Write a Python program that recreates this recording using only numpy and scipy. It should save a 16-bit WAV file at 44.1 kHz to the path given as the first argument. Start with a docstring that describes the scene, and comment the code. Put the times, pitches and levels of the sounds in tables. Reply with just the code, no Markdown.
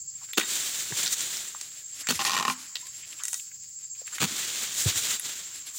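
"""Insects shrill all around, bands of noise with a throbbing cricket tone, and a pole brushes dry fibre.
A steel chisel on this long wooden pole chops fronds off an oil palm, a few metres from a phone.
Each stroke ticks and crunches, as bursts of tiny fractures shake the stalk and the blade.
Two cut fronds rustle down as surges of crackle and noise, and thump on the ground as sinking low tones.
The second stroke jams, and the blade creaks in runs of slips as it is levered free."""
import sys
import numpy as np
from scipy import signal
from scipy.fft import rfft, irfft
from scipy.io import wavfile
from scipy.ndimage import uniform_filter1d

SR = 44100
rng = np.random.default_rng(int(sys.argv[2]) if len(sys.argv) > 2 else 0)


def dump(signal):
    """Clip the signal to [-1, 1] and save it as 16-bit WAV at the path in sys.argv[1]."""
    limited = np.clip(np.atleast_2d(signal).T, -1, 1)
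    pcm = np.round(limited * 32767).astype(np.int16)
    wavfile.write(sys.argv[1], SR, pcm)


N = 254898
T = np.arange(N) / SR  # time in seconds

# Tone colour of breaking fibres. Each row: frequency in Hz, relative level in dB.
CRUNCH_COLOUR = [(240, -50.5), (400, -3), (570, -12), (1460, -2.5), (2050, -8), (2400, -1), (3420, -1.5),
                 (3810, -5.5), (4510, -2.5), (5110, -8.5), (6850, -1), (13300, -20.5), (15000, -11.5),
                 (16000, -5.5)]
# Tones of the steel blade. Each row: frequency in Hz, relative level in dB, time to fall by 60 dB in seconds.
BLADE_TONES = [(1288, -21, 0.27), (1470, -5.5, 0.035), (1934, 0, 0.068), (2974, -12.5, 0.089),
               (3740, 2, 0.21), (4240, -18, 0.51), (5530, -17, 0.17), (6920, -29, .15)]


def amp(db):
    """Turn dB into a plain multiplier."""
    return 10 ** (np.asarray(db) / 20)


def unit(x):
    """Scale x to an average (RMS) level of 1."""
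    return x / np.sqrt(np.mean(x ** 2))


def noise():
    """Steady random hiss as long as the scene."""
    return rng.standard_normal(N)


def decay(t, t60):
    """Fading gain that falls by 60 dB in t60 seconds."""
    return np.exp(-np.log(1000) * t / t60)


def add(out, s, x):
    """Mix x into out at time s."""
    i = int(s * SR)
    out[i:i + len(x)] += x[:N - i]


def band(x, hz, width):
    """Keep only a band of frequencies around hz."""
    low = np.hypot(hz, width / 2) - width / 2
    high = min(low + width, .45 * SR)
    return signal.sosfilt(signal.butter(2, [low, high], "band", fs=SR, output="sos"), x)


def treble(x, hz):
    """The part of x above hz, in phase with x."""
    return signal.sosfiltfilt(signal.butter(2, hz, "high", fs=SR, output="sos"), x)


def colour(x, points, size=2048):
    """Filter of unit energy with the given (Hz, dB) shape; it never sounds ahead of its input."""
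    hz, db = np.transpose(points)
    bins_hz = np.arange(size // 2 + 1) * SR / size
    gain = amp(np.interp(np.log(bins_hz + 1), np.log(hz), db))
    # folding the cepstrum gives the filter its earliest possible response
    cepstrum = irfft(np.log(gain))
    cepstrum[1:size // 2] *= 2
    cepstrum[size // 2 + 1:] = 0
    h = irfft(np.exp(rfft(cepstrum)))
    return signal.fftconvolve(x, h / np.linalg.norm(h))[:len(x)]


def ring(x, modes):
    """Let x strike a set of damped tones; their dB are shares of a unit energy."""
    t = T[:SR // 2]
    h = np.zeros(len(t))
    for k, (hz, db, t60) in enumerate(modes):
        tone = np.sin(2 * np.pi * hz * t) * decay(t, t60)
        h += (-1) ** k * amp(db) / np.sqrt(t60) * tone
    return signal.fftconvolve(x, h / np.linalg.norm(h))[:N]


def walk(rate):
    """Smooth random wandering with a spread of 1, given a new target rate times a second."""
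    k = int(SR / rate)
    steps = np.repeat(noise()[:N // k + 1], k)
    return unit(uniform_filter1d(steps, k)[:N])


def crackle(rate, spread_db):
    """Tiny fractures at random times, about rate a second, a few much larger than the rest."""
    sizes = amp(spread_db * np.minimum(rng.exponential(size=N), 5))
    return unit((rng.random(N) < rate / SR) * sizes * np.sign(noise()))


def burst(t60):
    """Noise that starts at once and dies away."""
    t = T[:SR // 5]
    return np.sign(rng.standard_normal(len(t))) * decay(t, t60)


def surge(s, rise, hold, fade):
    """Gain of one movement: it accelerates, holds and dies away."""
    return np.clip((T - s) / rise, 0, 1) ** 2 * np.exp(-np.maximum(T - s - rise - hold, 0) / fade)


def air():
    """Quiet, low background noise whose level wanders slowly."""
    # Each row: frequency in Hz, relative level in dB.
    air_colour = [(18, -88), (30, -13), (107, -7), (164, -9), (228, -19.5), (247, -30), (388, -25.5),
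                  (560, -32), (1500, -58), (4000, -60), (5200, -68), (8800, -120)]
    return colour(noise(), air_colour) * amp(-69 + 1.9 * walk(6.8))


def insects():
    """A far chorus in fixed bands of noise and one near cricket, an unsteady tone that throbs evenly."""
    # Each row: centre in Hz, width of each filter pass in Hz, level in dB.
    chorus_bands = [(5010, 1650, -56.5), (6710, 890, -50), (7456, 710, -47), (15400, 1500, -63)]
    # Stretches where the cricket tone is loud enough to hear.
    # Each row: start in seconds, length in seconds, level in dB.
    audible_spans = [(-.05, 1.3, -39.5), (1.396, 1.06, -41.5), (2.756, 0.88, -43), (3.725, 0.53, -38),
                     (4.85, 1.14, -41.5)]
    span_edge_s, throbs_per_s, throb_depth = 0.15, 13.57, 1
    chorus = np.zeros(N)
    for hz, width, db in chorus_bands:
        hum = unit(band(band(noise(), hz, width), hz, width))
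        chorus += hum * amp(db + 0.33 * walk(3.34) + 1.6 * walk(40))
    throb = (.5 + .5 * np.cos(2 * np.pi * throbs_per_s * (T - .235))) ** 1.2
    pitch_hz = 7438 + 18 * walk(90) + 50 * walk(900)
    wing = np.sqrt(2) * np.sin(2 * np.pi * np.cumsum(pitch_hz) / SR) * amp(2.5 * walk(270))
    audible_gain = np.zeros(N)
    for s, length, db in audible_spans:
        to_edge = np.minimum(T - s, s + length - T)
        audible_gain += amp(db) * np.clip(to_edge / span_edge_s + .5, 0, 1)
    return chorus + wing * (1 - throb_depth * (1 - throb)) * audible_gain


def brushing():
    """Dry fibre crackles softly against the moving pole and chafes in brief patches of changing pitch."""
    # Moves of the pole. Each row: start, rise, hold and fade in seconds, relative level in dB.
    moves = [(0.073, 0.13, 0.047, 0.051, -58.5), (1.484, 0.07, 0.19, 0.12, -57.5),
             (1.864, .13, 0.025, 0.053, -47.5), (2.07, 0.044, 0.38, 0.22, -44),
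             (2.824, 0.24, 0.075, 0.18, -53), (3.9, 0.31, .01, .03, -46.5), (5.3, 0.19, .3, 0.055, -54.5)]
    # Tone colour of dry fibre. Each row: frequency in Hz, relative level in dB.
    fibre_colour = [(180, -31), (300, -11), (511, -24.5), (645, -15.5), (946, -28), (1780, -10),
                    (4990, -6.5), (7320, -7), (8940, -9), (16000, -20)]
    holding_db = -66  # faint chafing while the pole is held back
    chafe_db, chafe_flutter_db = -10, 3
    surges = [amp(db) * surge(*shape) for *shape, db in moves]
    gain = amp(holding_db) + np.linalg.norm(surges, axis=0)
    grains = crackle(6000, 2.4)
    chafe = np.zeros(N)
    for hz in np.geomspace(1100, 2800, 4):
        chafe += band(crackle(1500, 2.5), hz, .35 * hz) * amp(chafe_flutter_db * walk(30))
    crackling = colour(grains * gain * amp(4.6 * walk(35)), fibre_colour)
    return amp(2.5) * crackling + amp(chafe_db) * gain * unit(chafe)


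def rubs():
    """Pole and loose stalks rub briefly on old frond stubs: faint grainy noise, each rub with its own pitch."""
    # Each row: start in seconds, length in seconds, centre in Hz, level in dB.
    rub_times = [(.209, 0.034, 1010, -56.5), (0.273, 0.052, 1650, -57), (0.901, .026, 293, -46.5),
                 (2.028, 0.035, 1790, -50), (3.021, 0.041, 2530, -49.5), (3.186, 0.033, 2640, -48),
                 (3.193, 0.042, 1480, -47.5), (3.392, 0.017, 3020, -46), (3.509, .018, 2030, -54.5),
                 (3.946, 0.024, 2720, -57.5), (4.119, .026, 1480, -48.5), (4.145, .03, 1900, -48),
                 (4.297, 0.062, 261, -48.5)]
    out, grains = np.zeros(N), crackle(1500, 1.2)
    for s, length, hz, db in rub_times:
        n = int(length * SR)
        chafe = band(grains[int(s * SR):][:n], hz, 0.45 * hz)
        add(out, s, amp(db) * unit(chafe) * signal.windows.tukey(n))
    return out


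def cracks(rows, ring_db):
    """Sharp cracks with a short splintering tail; they set the blade ringing."""
    bodies, splinters, steel = np.zeros((3, N))
    for s, db, hz, t60 in rows:
        crack = amp(db) * (burst(t60) + 0.13 * burst(0.092))
        width = min(0.67 * hz, 3800)
        add(bodies, s, band(crack, hz, width) * np.sqrt(SR / width))
        add(splinters, s, crack)
        steel[int(s * SR)] = amp(db + ring_db)
    splintering = 0.41 * colour(treble(splinters, 560), CRUNCH_COLOUR) + 0.4 * treble(splinters, 15000)
    return 0.58 * bodies + splintering + amp(34.0) * ring(steel, BLADE_TONES)


def snaps():
    """The loudest dry fibres snap, each a bright, short crack."""
    # Each row: start in seconds, relative level in dB, centre in Hz, main part's time to fall by 60 dB in seconds.
    snap_times = [(.332, -33, 11500, 0.026), (.971, -25.5, 6330, 0.015), (1.062, -17.5, 4400, 0.0068),
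                  (1.069, -14, 4600, 0.0051), (1.078, -15, 5330, .003), (1.127, -18, 6150, 0.0074),
                  (1.207, -19, 6150, 0.0099), (1.370, -23, 6130, 0.0077), (1.612, -26, 6040, 0.015),
                  (2.071, -21, 5500, 0.006), (3.236, -18, 7500, 0.0089), (3.253, -20, 7060, .012),
                  (3.282, -21, 7260, 0.018), (3.330, -19, 7400, 0.017), (3.343, -17.5, 6840, 0.0088),
                  (4.958, -20.5, 6350, 0.016), (5.197, -19, 10200, 0.0092)]
    return cracks(snap_times, ring_db=-33)


def knocks():
    """The blade or a falling stalk knocks against wood, mostly a lower crack than a snap."""
    # Each row: start in seconds, relative level in dB, centre in Hz, main part's time to fall by 60 dB in seconds.
    knock_times = [(.333, -25.5, 3130, 0.018), (.412, -24.5, 2400, 0.042), (.923, -22, 1240, 0.007),
                   (1.548, -29.5, 1300, 0.0081), (2.0705, -18, 2160, .005), (2.076, -36, 2030, 0.015),
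                   (2.755, -20.5, 3750, .022), (2.767, -28.5, 3700, 0.018), (3.128, -37, 2580, 0.02),
                   (3.331, -38, 1150, 0.014), (4.015, -40.5, 580, 0.023), (4.077, -33, 2230, 0.02),
                   (4.183, -22, 2020, 0.015), (4.226, -22.5, 1320, 0.034)]
    return cracks(knock_times, ring_db=-31)


def squeaks():
    """Short gliding, unsteady tones: the steel blade sings, and one faint low creak."""
    # Each row: start in seconds, length in seconds, mean pitch at start and at end in Hz, mean level in dB.
    squeak_times = [(.333, .028, 3600, 3570, -44), (2.088, .019, 4150, 4650, -24),
                    (2.812, .085, 960, 1100, -57), (4.200, .014, 4050, 4300, -34),
                    (4.425, .025, 1940, 1960, -42)]
    out = np.zeros(N)
    waver, unsteady_gain = 1 + 0.034 * walk(920), amp(2.6 * walk(200))
    for s, length, start_hz, end_hz, db in squeak_times:
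        i, n = int(s * SR), int(length * SR)
        hz = np.linspace(start_hz, end_hz, n) * waver[i:i + n]
        add(out, s, amp(db) * signal.windows.tukey(n) * np.sin(2 * np.pi * np.cumsum(hz) / SR))
    return out * unsteady_gain


def rustle():
    """Stiff leaflets sweep past each other, flick and scrape, and now and then one snaps."""
    # In order: the first frond slides down, lands, whips over and settles; the blade draws back through dry leaf;
    # the second frond slides down, gathers speed, lands, bounces, lies down and settles;
    # the blade goes back in among dry leaf.
    # Each row: start, rise, hold and fade in seconds, relative level in dB, extra treble in dB.
    sweeps = [(0.355, 0.16, 0.1, 0.42, -34.5, -3), (0.869, 0.12, 0.042, 0.072, -32, -5),
              (1.075, 0.052, 0.0071, 0.011, -37, 5), (1.138, 0.03, 0.17, 0.14, -37, -4),
              (3.215, .04, 0.12, 0.049, -58.5, 14), (4.228, 0.058, 0.36, 0.24, -36, -6),
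              (4.689, .11, 0.044, 0.035, -36, 1), (4.828, 0.053, 0.011, 0.044, -28.5, -6.5),
              (4.924, 0.048, 0.011, 0.09, -31, -3), (4.994, 0.058, 0.1, 0.019, -33, -5.5),
              (5.182, .07, 0.036, 0.17, -38, -6), (5.704, 0.067, .05, .05, -50.5, 11.5)]
    # Tone colour of leaves. Each row: frequency in Hz, relative level in dB.
    leaf_colour = [(59, -26.5), (100, -18), (174, -14.5), (249, -17.5), (308, -14.5), (818, -19),
                   (1650, -9.5), (2580, -8.5), (3620, -4), (5190, -8.5), (7290, -1), (9210, -12),
                   (12900, -21), (15000, -9.5), (16000, -22)]
    snaps_per_s, snap_db, snap_hz, snap_spread_db = 96, -15, 5800, 4.5
    # overlapping surges add in power
    body = np.linalg.norm([amp(db) * surge(*shape) for *shape, db, _ in sweeps], axis=0)
    top = np.linalg.norm([amp(db + treble_db) * surge(*shape) for *shape, db, treble_db in sweeps], axis=0)
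    flicks = crackle(7000, 2.2) + .8 * noise()
    # leaflets of different sizes take turns, so each band flutters on its own
    flutter = np.zeros(N)
    for hz in np.geomspace(1200, 10000, 6):
        flutter += band(crackle(1500, 2.2), hz, hz / 2) * amp(4 * walk(80))
    leaves = colour(unit(flicks + 0.26 * flutter) * amp(1.4 * walk(70)), leaf_colour)
    hiss = treble(leaves, 5800)
    snapping = signal.fftconvolve(crackle(snaps_per_s, snap_spread_db), burst(0.0046))[:N]
    snapping = unit(band(snapping, snap_hz, 3900))
    return amp(3.5) * body * (leaves - hiss) + amp(9.0) * top * hiss + amp(snap_db) * body * snapping


def chops():
    """Fibres break in a dense volley as the edge goes through; they shake the stalk and the blade."""
    # Volleys of breaking fibre, the first two from one stroke.
    # Each row: start, rise, hold and fade in seconds, stalk pitch in Hz,
    # then relative levels in dB of the crunch, the stalk's thud and the blade's ring.
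    volleys = [(0.371, 0.0069, 0.0023, 0.0079, 361, -14, -24.5, -32),
               (0.393, 0.0051, 0.012, 0.025, 325, -27, -43, -31.5),
               (2.087, 0.0015, 0.025, .009, 244, -19.5, -34.5, -40.5),
               (4.196, 0.027, 0.018, 0.011, 215, -19.5, -28.5, -71)]
    # Thick wet stalk. Each row: multiple of its pitch, relative level in dB, time to fall by 60 dB in seconds.
    stalk_tones = [(.55, -6, 0.031), (1, 1, 0.029), (1.6, -11.5, 0.032)]
    crunch, steel, thud = np.zeros((3, N))
    fibres = crackle(9000, 6.2) * amp(0.32 * walk(350))
    for s, rise, hold, fade, hz, crunch_db, thud_db, ring_db in volleys:
        push = np.clip((T - s) / rise, 0, 1) * np.exp(-np.maximum(T - s - rise - hold, 0) / fade)
        force = fibres * push
        crunch += amp(crunch_db) * force
        steel += amp(ring_db) * force
        thud += amp(thud_db) * ring(force, [(hz * k, db, t60) for k, db, t60 in stalk_tones])
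    return colour(crunch, CRUNCH_COLOUR) + thud + ring(steel, BLADE_TONES)


def thumps():
    """Low thumps, from heavy blows to faint dull rumbles: a damped swing sinks in pitch, with a dull crush."""
    # Each row: start in seconds, relative level in dB, base pitch in Hz (the swing sinks from 1.133 to
    # 0.633 times this), time to fall by 60 dB in seconds.
    thump_times = [(0.921, -22.5, 167, 0.046), (2.123, -30, 230, 0.077), (2.150, -37, 120.5, 0.11),
                   (2.484, -36, 284, 0.19), (4.25, -44, 142, 0.29), (4.858, -10.5, 139, 0.081),
                   (4.953, -30.5, 126, 0.065)]
    out, t = np.zeros(N), T[:SR // 5]
    for s, db, hz, t60 in thump_times:
        sinking_hz = hz * (0.633 + .5 * np.exp(-t / 0.0082))
        soft_start = 1 - np.exp(-t / 0.0034)
        swing = np.sin(2 * np.pi * np.cumsum(sinking_hz) / SR) * decay(t, t60) * soft_start
        crush = band(burst(t60), 146, 295)
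        add(out, s, amp(db) * (0.89 * swing + 1.17 * crush))
    return out


def levering():
    """The jammed blade sticks and slips, in nearly even runs and single jerks that knock stalk and pole."""
    # Hard jerks as it starts to move and as it comes free. Each row: start in seconds, relative level in dB.
    single_slips = [(2.249, -15.5), (2.425, -14), (2.45, -12), (2.467, -21), (2.479, -11), (2.498, -12.5)]
    # Creaks. Each row: start in seconds, length in seconds, slips per second, relative level in dB.
    creaks = [(2.191, .033, 290, -20), (2.256, .036, 272, -23), (2.2944, .048, 90, -20.5),
              (2.333, .029, 150, -19.5), (2.365, .058, 94, -16.5)]
    # Tone colour of the wood. Each row: frequency in Hz, relative level in dB.
    wood_colour = [(88, -33), (150, -8), (259, -9.5), (566, -15), (1060, 3.5), (1630, -16.5), (1870, -1),
                   (2060, -10), (2450, -6), (4490, -8.5), (7180, -11.5), (8900, -22.5), (16000, -28)]
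    # Levered stalk and pole. Each row: frequency in Hz, relative level in dB, time to fall by 60 dB in seconds.
    pole_tones = [(254, -3, 0.23), (370, -12, 0.021), (755, -4, 0.061), (798, -2, 0.053), (920, -4, 0.059),
                  (1035, 4, 0.12), (1340, -6.5, 0.022), (1416, 1.5, 0.072), (1870, -6.5, 0.037),
                  (2325, -2.5, .06), (2940, -7.5, 0.049), (4340, -14.5, 0.026)]
    jitter_s, scatter_db = .0001, 0.9
    # slips are brightest where the grip is tightest and duller before and after
    tightest_s, tight_treble_db, dulling_db_per_s = 2.3, 6.5, 60
    slips = list(single_slips)
    for s, length, rate, db in creaks:
        for k in range(int(length * rate)):
            slip_s = s + k / rate + jitter_s * rng.standard_normal()
            slips.append((slip_s, db + scatter_db * rng.standard_normal()))
    force, n = np.zeros(N), int(.0013 * SR)
    tearing = crackle(3000, 1.6)  # small fibres part after each jerk
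    for s, db in slips:
        creep = 0.12 * np.linspace(0, 1, n) * rng.standard_normal(n)  # fibres start to give
        tail = burst(0.067) * tearing[int(s * SR):][:SR // 5]
        jerk = np.concatenate([creep, 0.65 * burst(0.015) + 0.23 * tail])
        jerk[n] += 2.4  # the sudden release
        bright_db = tight_treble_db - dulling_db_per_s * abs(s - tightest_s)
        add(force, s, amp(db) * (jerk + (amp(bright_db) - 1) * treble(jerk, 2700)))
    return amp(-1.0) * colour(force, wood_colour) + amp(-8) * ring(force, pole_tones)


def grove(x, echo_db=-20):
    """Trunks and crowns scatter a thin, short echo."""
    t, t60 = T[:SR // 2], .55
    h = crackle(3000, 1.7)[:len(t)] * decay(t, t60) * (t > .006)
    return x + amp(echo_db) * signal.fftconvolve(x, h / np.linalg.norm(h))[:N]


def scene():
    """All the work and the plantation around it, the same in both channels."""
    work = grove(rubs() + snaps() + knocks() + squeaks() + chops() + thumps() + levering())
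    return np.tile(air() + insects() + brushing() + work + rustle(), (2, 1))


def record(dry):
    """The phone drops the deep bass, rounds the highest peaks and cuts the top."""
    bass_cut_hz, top_hz = 62, 15950
    thin = signal.sosfilt(signal.butter(3, bass_cut_hz, "high", fs=SR, output="sos"), dry)
    rounded = np.tanh(1.806 * thin) / 1.815
    return signal.sosfilt(signal.ellip(10, .2, 70, top_hz, fs=SR, output="sos"), rounded)


dry = scene()
out = record(dry)
dump(out)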